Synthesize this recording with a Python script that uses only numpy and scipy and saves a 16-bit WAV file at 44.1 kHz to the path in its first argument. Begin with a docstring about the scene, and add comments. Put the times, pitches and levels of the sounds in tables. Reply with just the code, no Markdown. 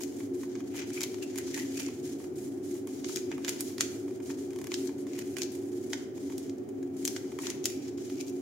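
"""Two hands unfold a stiff paper leaflet and turn its pages in a small room; a fan drones throughout.
Finger rubs (friction noise) open; creases snap (short noise bursts) in a tight cluster near 1 s.
Pages sweep over each other (swelling friction, ringing air pocket); snaps peak near 3.8 s.
An even riffle of seven ticks starts at 4.5 s; snaps continue, then thin out to faint ticks near 6.7 s.
Hard snaps return from 7 s and peak near 7.66 s; a last sweep and a light rub end the scene."""
import sys
import numpy as np
from scipy import signal
from scipy.fft import rfft, irfft
from scipy.io import wavfile

SR = 44100
rng = np.random.default_rng(int(sys.argv[2]) if len(sys.argv) > 2 else 0)


def pcm_store(signal):
    """Save signal as 16-bit PCM."""
    levels = np.round(np.clip(np.atleast_2d(signal), -1, 1) * 32767)
    wavfile.write(sys.argv[1], SR, levels.astype(np.int16).T)


N = 370881
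HZ = np.fft.rfftfreq(N, 1 / SR)
TIME_S = np.arange(N) / SR
LEAD_S = 0.008  # snap envelopes start this long before the snap


def amp(db):
    """Decibels to gain."""
    return 10 ** (np.asarray(db) / 20)


def unit(x):
    """Scales to an rms of one."""
    return x / np.sqrt(np.mean(x ** 2) + 1e-20)


def read(points, hz):
    """Interpolates a frequency table on a log-frequency axis."""
    point_hz, value = np.transpose(points)
    return np.interp(np.log(hz + 1), np.log(point_hz + 1), value)


def bell(centre_hz, width_hz):
    """Power shape of one resonance, one at its centre."""
    return 1 / (1 + (2 * (HZ - centre_hz) / width_hz) ** 2)


def colour(x, gain_db):
    """Minimum-phase filter, built by folding the cepstrum of the gain over HZ."""
    cepstrum = irfft(np.log(amp(gain_db)), N)[:N // 2]
    cepstrum[1:] *= 2
    size = 2 ** 19
    response = irfft(np.exp(rfft(cepstrum, size)), size)[:2 ** 11]
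    return signal.oaconvolve(x, response[None], axes=1)[:, :N]


def radiate(x, spectrum):
    """Colours a white drive with a spectrum and keeps its power."""
    gain_db = read(spectrum, HZ)
    mean_power = np.mean(amp(gain_db) ** 2)
    return colour(x, gain_db - 10 * np.log10(mean_power))


def wander(rate_hz):
    """Random curve of rms one, linear between rate_hz new values a second."""
    knots = rng.standard_normal(2 ** 14)
    return unit(np.interp(TIME_S * rate_hz, np.arange(len(knots)), knots))


def add(mix, start_s, sound):
    """Mixes a multichannel sound in at start_s."""
    part = mix[:, max(round(start_s * SR), 0):][:, :sound.shape[1]]
    part += sound[:, :part.shape[1]]


def snaps(rows, crack_same=0.73, thud_db=-9, thud_growth=1.9):
    """A crease flips in an instant; bending waves then scatter through the sheet. Drives: knock, 3 bands."""
    drives = np.zeros((4, 2, N))
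    for snap_s, db, body_db, crisp_db, pan_db in rows:
        crack, flutter = snap_shapes(db)
        noise = rng.choice([-1., 1.], (5, len(crack)))
        # crack mostly alike at both microphones, flutter from all over the sheet
        crack_noise = np.sqrt(crack_same) * noise[0] + np.sqrt(1 - crack_same) * noise[1:3]
        burst = crack * crack_noise + flutter * noise[3:]
        burst *= amp(db) * unit(amp([[pan_db / 2], [-pan_db / 2]]))
        knock_db = thud_db + thud_growth * body_db  # the duller, the more knock
        shares = amp([knock_db, body_db, 0, crisp_db])
        shares /= np.linalg.norm(shares)
        for drive, share in zip(drives, shares):
            add(drive, snap_s - LEAD_S, share * burst)
    return drives


def snap_shapes(db, soft_rise_s=0.0023, hard_rise_s=0.00052, crack_s=0.0014,
                flutter_s=0.0073, flutter_db=-9, lead_in_db=-19, lead_in_s=0.0078):
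    """Envelopes of a crack and its flutter: the harder the snap, the faster the crease flips."""
    t = np.arange(2 ** 11) / SR - LEAD_S
    rise_s = np.interp(db, [-50, -35], [soft_rise_s, hard_rise_s])
    before, after = np.maximum(-t, 0), np.maximum(t, 0)
    flip = np.exp(-(before / rise_s) ** 2)
    lead_in = amp(lead_in_db) * np.exp(-before / lead_in_s)  # a faint lead-in swells before the flip
    crack = flip * np.exp(-after / (crack_s + rise_s - hard_rise_s))
    flutter = np.maximum(amp(flutter_db) * flip, lead_in) * np.exp(-after / flutter_s)
    # same energy as 6 ms at full level
    scale = np.sqrt(0.006 * SR / np.sum(crack ** 2 + flutter ** 2))
    return scale * crack, scale * flutter


# Buckling creases and flicked edges. Each row: time in seconds, level in dB, body in dB re the middle
# band, crispness in dB re the middle band, left minus right in dB.
CREASES = [(0.0354, -37, -8, -1.5, 12), (0.5543, -45, 2.5, -26, -2), (0.7447, -46, 7, -16, 1),
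           (0.905, -43, -6, -10, -3), (1.0075, -31.5, -10, -4, 0), (1.0164, -31.5, -4, -8, -3),
           (1.0327, -29, -24, -1, 5), (1.037, -30, -7, -2, 0), (1.1441, -44, -1, -5, 2),
           (1.3585, -40, -2, 3, 2), (1.378, -36, -15, -1, -18), (1.385, -33, -3.5, 2, 4),
           (1.577, -37, 1, -6, -4), (1.799, -33, -6.5, -1.5, -9), (1.8635, -40.5, -25, -21, -2),
           (2.8731, -43.5, 3, 7, 3), (3.0447, -33.5, -6.5, -27, -2), (3.16, -29.5, -15, -3.5, 5),
           (3.1712, -34, -4.5, -11, -2), (3.3163, -37.5, 3.5, -28, -3), (3.4475, -32, -1, -10, -1),
           (3.4808, -28.5, -5, -9, -11), (3.4851, -33, -3, -12, 0), (3.4925, -26.5, -10, 0, 2),
           (3.6075, -27.5, -6, 10, -0.5), (3.782, -36, -5.5, -6, -3), (3.8081, -20, -7.5, -7, -3),
           (4.3112, -47, -15, -10, 2), (4.7185, -35.5, 1.5, -22, -1), (4.7414, -27, -15, -15, 0.5),
           (4.874, -41.5, -14, -9, 15), (5.0694, -49, 3, -2, 0), (5.1903, -36.5, -4, 1, -1),
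           (5.3682, -34.5, -1, -5, -9), (5.3846, -35, -6, -3, 1), (5.4189, -28.5, -10, -7, 0),
           (5.4326, -33.5, -23, -5, 10), (5.9326, -28, -4, -17, -2), (6.381, -40, -18, 0, -2),
           (6.4964, -46.5, -8, -12, -1), (6.5838, -56.5, -16, 1, 13), (6.691, -54, 0, 4, -1),
           (6.8293, -53, 0, -4, 0), (7.0523, -25.5, -12, 0.5, 1), (7.0775, -26.5, -9, -3, -0.5),
           (7.164, -31.5, -6, -16, -0.5), (7.3887, -38, 7, -2, 3), (7.469, -29, -9, -16, 1),
           (7.5024, -31.5, -9, -6, 0), (7.6422, -35, -25, -8, 1), (7.6562, -21, -12.5, -5.5, 0.5),
           (7.7016, -40.5, -5, -3, -5), (8.1002, -47, 0, -6, -2)]


def creases():
    """Stiff creases buckle and edges flick: dry snaps at set times."""
    return list(CREASES)


# Fingertips landing on the leaflet. Each row: time in seconds, level in dB before level_db.
FINGER_TAPS = [(0.205, -47.5), (0.434, -47.5), (0.6056, -47.5), (1.887, -50.5), (2.202, -55), (2.2434, -52),
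               (3.3805, -45), (4.0812, -53), (4.203, -50.5), (4.3027, -43.5), (4.893, -49), (6.1794, -53),
               (6.3, -51), (6.323, -50.5), (7.32, -48)]


def taps(body_db=8, crisp_db=-3, level_db=1):
    """A fingertip is a soft, dull blow in the middle of the sheet."""
    return [(tap_s, db + level_db, body_db, crisp_db, 0) for tap_s, db in FINGER_TAPS]


def riffle(start_s=4.5065, period_s=0.0273, first_db=-51, last_db=-40, body_db=1, crisp_db=0, count=7):
    """A thumb drags the sheet taut, catching and slipping at an even pace, a little harder each time."""
    levels_db = np.linspace(first_db, last_db, count)
    return [(start_s + k * period_s, db, body_db, crisp_db, 0) for k, db in enumerate(levels_db)]


# A page sweeps over the sheet below. Each row: time of greatest force in seconds, rise in seconds,
# fall in seconds, level in dB before level_db or lift_db, body in dB re the middle band, crispness in
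# dB re the middle band, air pocket in Hz, its ring in dB re the friction before ring_db.
PAGE_SWEEPS = [(0.777, 0.028, 0.018, -41.5, -3.5, -2.5, 2720, -6),
               (0.811, 0.019, 0.027, -44, -1.5, -12, 3000, -1), (1.02, 0.06, 0.034, -51.5, 1, -13, 2240, 3),
               (1.23, 0.011, 0.015, -48, -5, -3, 2640, 3), (1.395, 0.036, 0.023, -52, 1, -4, 1940, -18),
               (1.582, 0.034, 0.036, -42.5, -6, -1.5, 1910, -3.5),
               (1.801, 0.046, 0.032, -41.5, -5.5, -3, 2240, -7),
               (1.88, 0.029, 0.027, -48, -7, -7, 2170, -11), (3.322, 0.022, .025, -61, 9, -16, 2280, -1),
               (3.484, 0.044, 0.066, -46, -4, -5, 2400, -13), (3.812, 0.018, .022, -42, -7, -5, 2300, -6),
               (4.746, 0.051, 0.059, -51, -9, -2, 2440, -22), (5.185, 0.062, 0.034, -48, -4, -4, 1940, -21),
               (5.384, 0.02, 0.039, -44, -4, -1, 2430, -2.5),
               (7.459, 0.021, .055, -42.5, -3.5, -3.5, 1870, -8),
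               (7.69, 0.037, 0.099, -59, -13, -3, 2350, 3),
               (8.195, 0.043, 0.043, -50.5, -12.5, -4.5, 2360, -5),
               (8.282, 0.014, 0.015, -47, -13.5, -3, 2400, -18)]


def sweeps(level_db=-1, patchy_db=2.5, pocket_width_hz=330, ring_db=-1,
           flex_octaves=0.056, roundness=1.38, count=2 ** 15):
    """Force builds and lets go as a page sweeps; the air pocket under it rings. Three band drives, ring."""
    scrape = friction(grain=0.78, slips_per_s=850, spread_db=1.0, uneven_db=4.0)
    flex = wander(30)
    drives, ring = np.zeros((3, 2, N)), np.zeros((2, N))
    for peak_s, rise_s, fall_s, db, body_db, crisp_db, pocket_hz, pocket_db in PAGE_SWEEPS:
        middle = round(peak_s * SR)
        span = slice(middle - count // 2, middle + count // 2)
        t = TIME_S[span] - peak_s
        force = np.exp(-abs(t / np.where(t < 0, rise_s, fall_s)) ** roundness)
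        drive = scrape[:, span] * amp(db + level_db) * force
        drives[:, :, span] += amp([body_db, 0, crisp_db])[:, None, None] * drive
        moving_hz = pocket_hz * 2 ** (flex_octaves * flex[span])  # wavers as the sheet flexes
        ring[:, span] += resonate(drive * amp(pocket_db + ring_db), moving_hz, pocket_width_hz)
    # each slip shakes a different part of the sheet, so the bands flicker apart
    patchy = [band * unit(amp(patchy_db * wander(150))) for band in drives]
    return np.array(patchy), ring


def crinkles(lift_db=-4, spread_db=2, scatter_db=4, count=5):
    """Each sweeping page buckles in a few small places around its moment of greatest force."""
    rows = []
    for peak_s, rise_s, fall_s, db, body_db, crisp_db, _, _ in PAGE_SWEEPS:
        places = (np.arange(count) + rng.random(count)) / count
        for place, (size, tone, side) in zip(places, rng.standard_normal((count, 3))):
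            crinkle_s = peak_s - rise_s + place * (rise_s + fall_s)
            rows.append((crinkle_s, db + lift_db + spread_db * size,
                         body_db + scatter_db * tone, crisp_db, scatter_db * side))
    return rows


# Fingers brushing along a page. Each row: start in seconds, length in seconds, level in dB before
# level_db or lift_db, crispness in dB re the middle band.
FINGER_RUBS = [(0.0, 0.026, -47.5, 0.5), (0.074, 0.067, -58.5, -1), (0.16, 0.08, -55, 0.5),
               (0.332, 0.079, -58, 1.5), (0.401, 0.04, -54.5, -1), (0.486, 0.11, -57, -7.5),
               (0.653, 0.059, -59.5, -3), (0.861, 0.038, -52.5, -3), (0.928, 0.058, -48.5, 0),
               (1.11, 0.076, -55, -3), (1.258, 0.15, -56, -7), (1.43, 0.086, -52, -9),
               (1.463, 0.12, -49, -5), (1.622, .13, -51.5, -3.5), (1.906, 0.094, -58.5, -1.5),
               (2.024, .11, -54.5, -1.5), (2.18, 0.065, -56.5, 0.5), (2.352, .11, -56.5, 2.5),
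               (2.51, 0.07, -64, 1), (2.627, 0.15, -55, 1.5), (2.871, 0.14, -54.5, -1.5),
               (3.05, 0.12, -45, -3.5), (3.2, 0.34, -61, -2), (3.56, 0.043, -49, -6),
               (3.588, 0.023, -49, -2), (3.641, 0.078, -49, -2), (3.898, .11, -57.5, 1),
               (4.076, 0.084, -60, -2.5), (4.217, 0.041, -57.5, 1), (4.254, 0.063, -50.5, -3),
               (4.369, .06, -55.5, -1), (4.453, 0.19, -62.5, -3), (4.763, 0.1, -54, 1.5),
               (4.977, 0.031, -58, 1), (5.067, 0.074, -59, -5), (5.238, .1, -58, 1),
               (5.513, 0.043, -54.5, 2.5), (5.613, 0.064, -61.5, 2.5), (5.716, 0.16, -60, 0),
               (5.893, 0.036, -52, 1), (5.966, .07, -58, -4), (6.145, .31, -56, -2.5),
               (6.963, 0.21, -54.5, 0.5), (7.217, 0.2, -58, -4), (7.395, 0.045, -47, -1),
               (7.547, 0.06, -65, -1), (7.702, 0.11, -70, 0), (7.817, 0.072, -54.5, -8),
               (7.971, 0.16, -54, -4.5), (8.324, 0.081, -63.5, 0)]


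def rubs(attack_s=0.006, release_s=0.034, level_db=-1, body_db=-64, body_growth=0.66,
         light_db=-57, holding_db=-72):
    """A finger starts fast, slides evenly, lifts off; pressing adds more hiss than body. Three band drives."""
    power = np.zeros((3, N)) + amp(holding_db) ** 2  # hands that only hold the leaflet still stir it
    t = np.arange(SR // 2) / SR
    for start_s, length_s, db, crisp_db in FINGER_RUBS:
        envelope = np.minimum(t / attack_s, 1) * np.exp(-np.maximum(t - length_s, 0) / release_s)
        bands = amp([body_db + body_growth * (db - light_db), db, db + crisp_db])
        add(power, start_s, np.outer(bands * amp(level_db), envelope) ** 2)
    scrape = friction(grain=0.27, slips_per_s=1500, spread_db=3.5, uneven_db=2.0)
    return np.sqrt(power)[:, None] * scrape


def ticks(lift_db=1, spread_db=2, body_db=0, scatter_db=5):
    """Somewhere along each rub the finger catches once."""
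    rows = []
    for start_s, length_s, db, crisp_db in FINGER_RUBS:
        size, tone, side = rng.standard_normal(3)
        rows.append((start_s + rng.random() * length_s, db + lift_db + spread_db * size,
                     body_db + scatter_db * tone, crisp_db, scatter_db * side))
    return rows


def friction(grain, slips_per_s, spread_db, uneven_db, slip_s=0.00022):
    """Fibres catch and slip: a white stereo drive, from fine hiss (grain 0) to crackle (grain 1)."""
    size_db = spread_db * np.minimum(rng.exponential(1, N), 3.5)
    slips = (rng.random(N) < slips_per_s / SR) * amp(size_db) ** 2
    slip_power = signal.lfilter([1], [1, -np.exp(-1 / (slip_s * SR))], slips)
    texture = np.sqrt(1 - grain + grain * slip_power / slip_power.mean())
    return texture * rng.standard_normal((2, N)) * amp(uneven_db * wander(90))


def resonate(x, hz, width_hz):
    """Moving resonance: shifts hz to zero, smooths, shifts back; keeps the power of white noise."""
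    turn = np.exp(2j * np.pi * np.cumsum(hz) / SR)
    r = np.exp(-np.pi * width_hz / SR)
    smooth = signal.lfilter([(1 - r) ** 2], [1, -2 * r, r ** 2], x / turn)
    return (turn * smooth).real * np.sqrt(8 / (1 - r))


def fold_ring(drive, hz=2750, width_hz=800, ring_db=-5):
    """The sheet bending in snaps and rubs rings the air in the folds."""
    return resonate(drive * amp(ring_db), np.full(N, hz), width_hz)


# Relative spectra of the knock of a fingertip or limp page, the bending sheet, the middle band and
# the crisp edge. Each row: frequency in Hz, density in dB per Hz.
KNOCK_SPECTRUM = [(250, -21), (600, -17.5), (950, 1.5), (1250, -2), (1700, -9), (4000, -39)]
SHEET_SPECTRUM = [(300, -18.5), (650, -3.5), (1050, -11), (1400, 0.5), (1950, 4), (2400, 7), (3200, -4.5),
                  (6000, -46)]
MIDDLE_SPECTRUM = [(1200, -60), (2000, -31), (2600, -2.5), (3800, 0), (5200, 5.5), (7200, 8.5),
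                   (8200, -1.5), (11000, -29.5)]
EDGE_SPECTRUM = [(5000, -46), (7000, 6), (8100, 3), (9500, 1.5), (11500, -3.5), (13500, -6), (16000, -10)]


def leaflet(knock, body, middle, crisp):
    """The paper radiates each drive with its own spectrum."""
    dull = radiate(knock, KNOCK_SPECTRUM) + radiate(body, SHEET_SPECTRUM)
    bright = radiate(middle, MIDDLE_SPECTRUM) + radiate(crisp, EDGE_SPECTRUM)
    return dull + bright


# Decay of the room. Each row: frequency in Hz, t60 in seconds.
DECAY_T60 = [(700, 0.95), (2100, 0.61), (5500, 0.51), (9000, 0.39), (15000, 0.47)]


def room(x, echoes_db=-12, tail_db=-8, onset_s=0.00091, echo_count=8):
    """A few quick echoes from the table top and hands, then a diffuse tail."""
    hz, t, z = signal.stft(rng.standard_normal((2, 2 ** 15)), SR, nperseg=256)
    decay = amp(-60 * t / read(DECAY_T60, hz)[:, None])
    tail = signal.istft(z * decay, SR, nperseg=256)[1]
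    tail *= np.clip(np.arange(tail.shape[1]) / SR / onset_s, 0, 1)
    response = amp(tail_db) * tail / np.linalg.norm(tail[0])
    for side in response:
        delays = (rng.uniform(0.0016, 0.012, size=echo_count) * SR).astype(int)
        signs = rng.choice([-1, 1], size=echo_count)
        side[delays] += amp(echoes_db) * signs / np.sqrt(echo_count)
    return signal.fftconvolve(x, response, axes=1)[:, :N]


# Relative spectrum of the fan's air noise. Each row: frequency in Hz, density in dB per Hz.
AIR_SPECTRUM = [(25, -53), (70, -42.5), (86, -20), (150, -20.5), (178, -28.5), (210, -15.5), (330, -11.5),
                (440, -16), (490, -26), (760, -29.5), (950, -40.5), (1500, -44), (3000, -61), (9000, -67)]
# Resonances the air noise excites. Each row: frequency in Hz, width in Hz, lift in dB.
AIR_MODES = [(143, 14, 3.5), (260, 9.6, 5.5), (271.7, 4.7, 15.5), (285.5, 14.4, 10.5), (346.3, 9.7, 7),
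             (357, 9.2, 11.5), (380.8, 8.5, 15), (449, 8.6, 1.5)]
# Likeness of the air noise at the two microphones. Each row: frequency in Hz, coherence from 0 to 1.
AIR_COHERENCE = [(60, 1), (130, 0.7), (290, 0.94), (400, 0.72), (640, 0.078), (1400, 0), (3000, 0.0029)]
# Tones of the fan. Each row: mean frequency in Hz, rms level in dB before wavering.
TONES = [(107.9, -61), (281.8, -48.5), (363.7, -46.5), (508, -70), (586, -77.5), (728, -75.5)]


def fan(air_db=-37.5, waver_db=3.5, drift_hz=0.875):
    """Air noise booming in a few low resonances, with wavering tones."""
    size = 2 ** 19
    hz = np.fft.rfftfreq(size, 1 / SR)
    air_shape_db = read(AIR_SPECTRUM, HZ) + sum(db * bell(f, width) for f, width, db in AIR_MODES)
    left, other = rfft(rng.standard_normal((2, size)))
    same = np.clip(read(AIR_COHERENCE, hz), -1, 1)
    pair = np.array([left, same * left + np.sqrt(1 - same ** 2) * other])
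    air = unit(irfft(pair * amp(np.interp(hz, HZ, air_shape_db)))[:, :N])
    tones = np.zeros(N)
    for tone_hz, db in TONES:
        phase = 2 * np.pi * np.cumsum(tone_hz + drift_hz * wander(5)) / SR
        tones += amp(db + waver_db * wander(4)) * unit(np.sin(phase))
    return amp(air_db) * air + tones


# Relative spectrum of the hiss. Each row: frequency in Hz, density in dB per Hz.
HISS_SPECTRUM = [(500, -2), (2200, 7), (3800, -3), (7000, -2), (9000, -31), (12000, -13), (15500, 2.5)]


def hiss(level_db=-67):
    """Faint even noise, unrelated at the two microphones."""
    return amp(level_db) * radiate(rng.standard_normal((2, N)), HISS_SPECTRUM)


def scene():
    """The leaflet in its room, over the fan and hiss."""
    knock, *cracks = snaps([*creases(), *taps(), *riffle(), *crinkles(), *ticks()])
    handling = np.array(cracks) + rubs()
    turning, pocket_ring = sweeps()
    body, middle, crisp = handling + turning
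    paper = leaflet(knock, body, middle, crisp) + pocket_ring + fold_ring(handling[0])
    return paper + room(paper) + fan() + hiss()


# Resonances of the microphone ports. Each row: frequency in Hz, width in Hz, left lift in dB,
# right lift in dB.
PORT_MODES = [(6040, 1100, 2.5, -5), (7570, 810, 0.5, -12), (8360, 210, 0, 8.5), (8900, 2420, -10, -0.5),
              (10790, 310, 5, 5.5), (11600, 1240, -0.5, 4)]


def record(dry, cutoff_hz=15900):
    """Each microphone port colours the treble; a low-pass then limits the band."""
    left_db = sum(db * bell(hz, width) for hz, width, db, _ in PORT_MODES)
    right_db = sum(db * bell(hz, width) for hz, width, _, db in PORT_MODES)
    heard = np.vstack([colour(dry[:1], left_db), colour(dry[1:], right_db)])
    low_pass = signal.firwin(401, cutoff_hz, window=("kaiser", 8), fs=SR)
    return signal.oaconvolve(heard, low_pass[None], "same")


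dry = scene()
out = record(dry)
pcm_store(out)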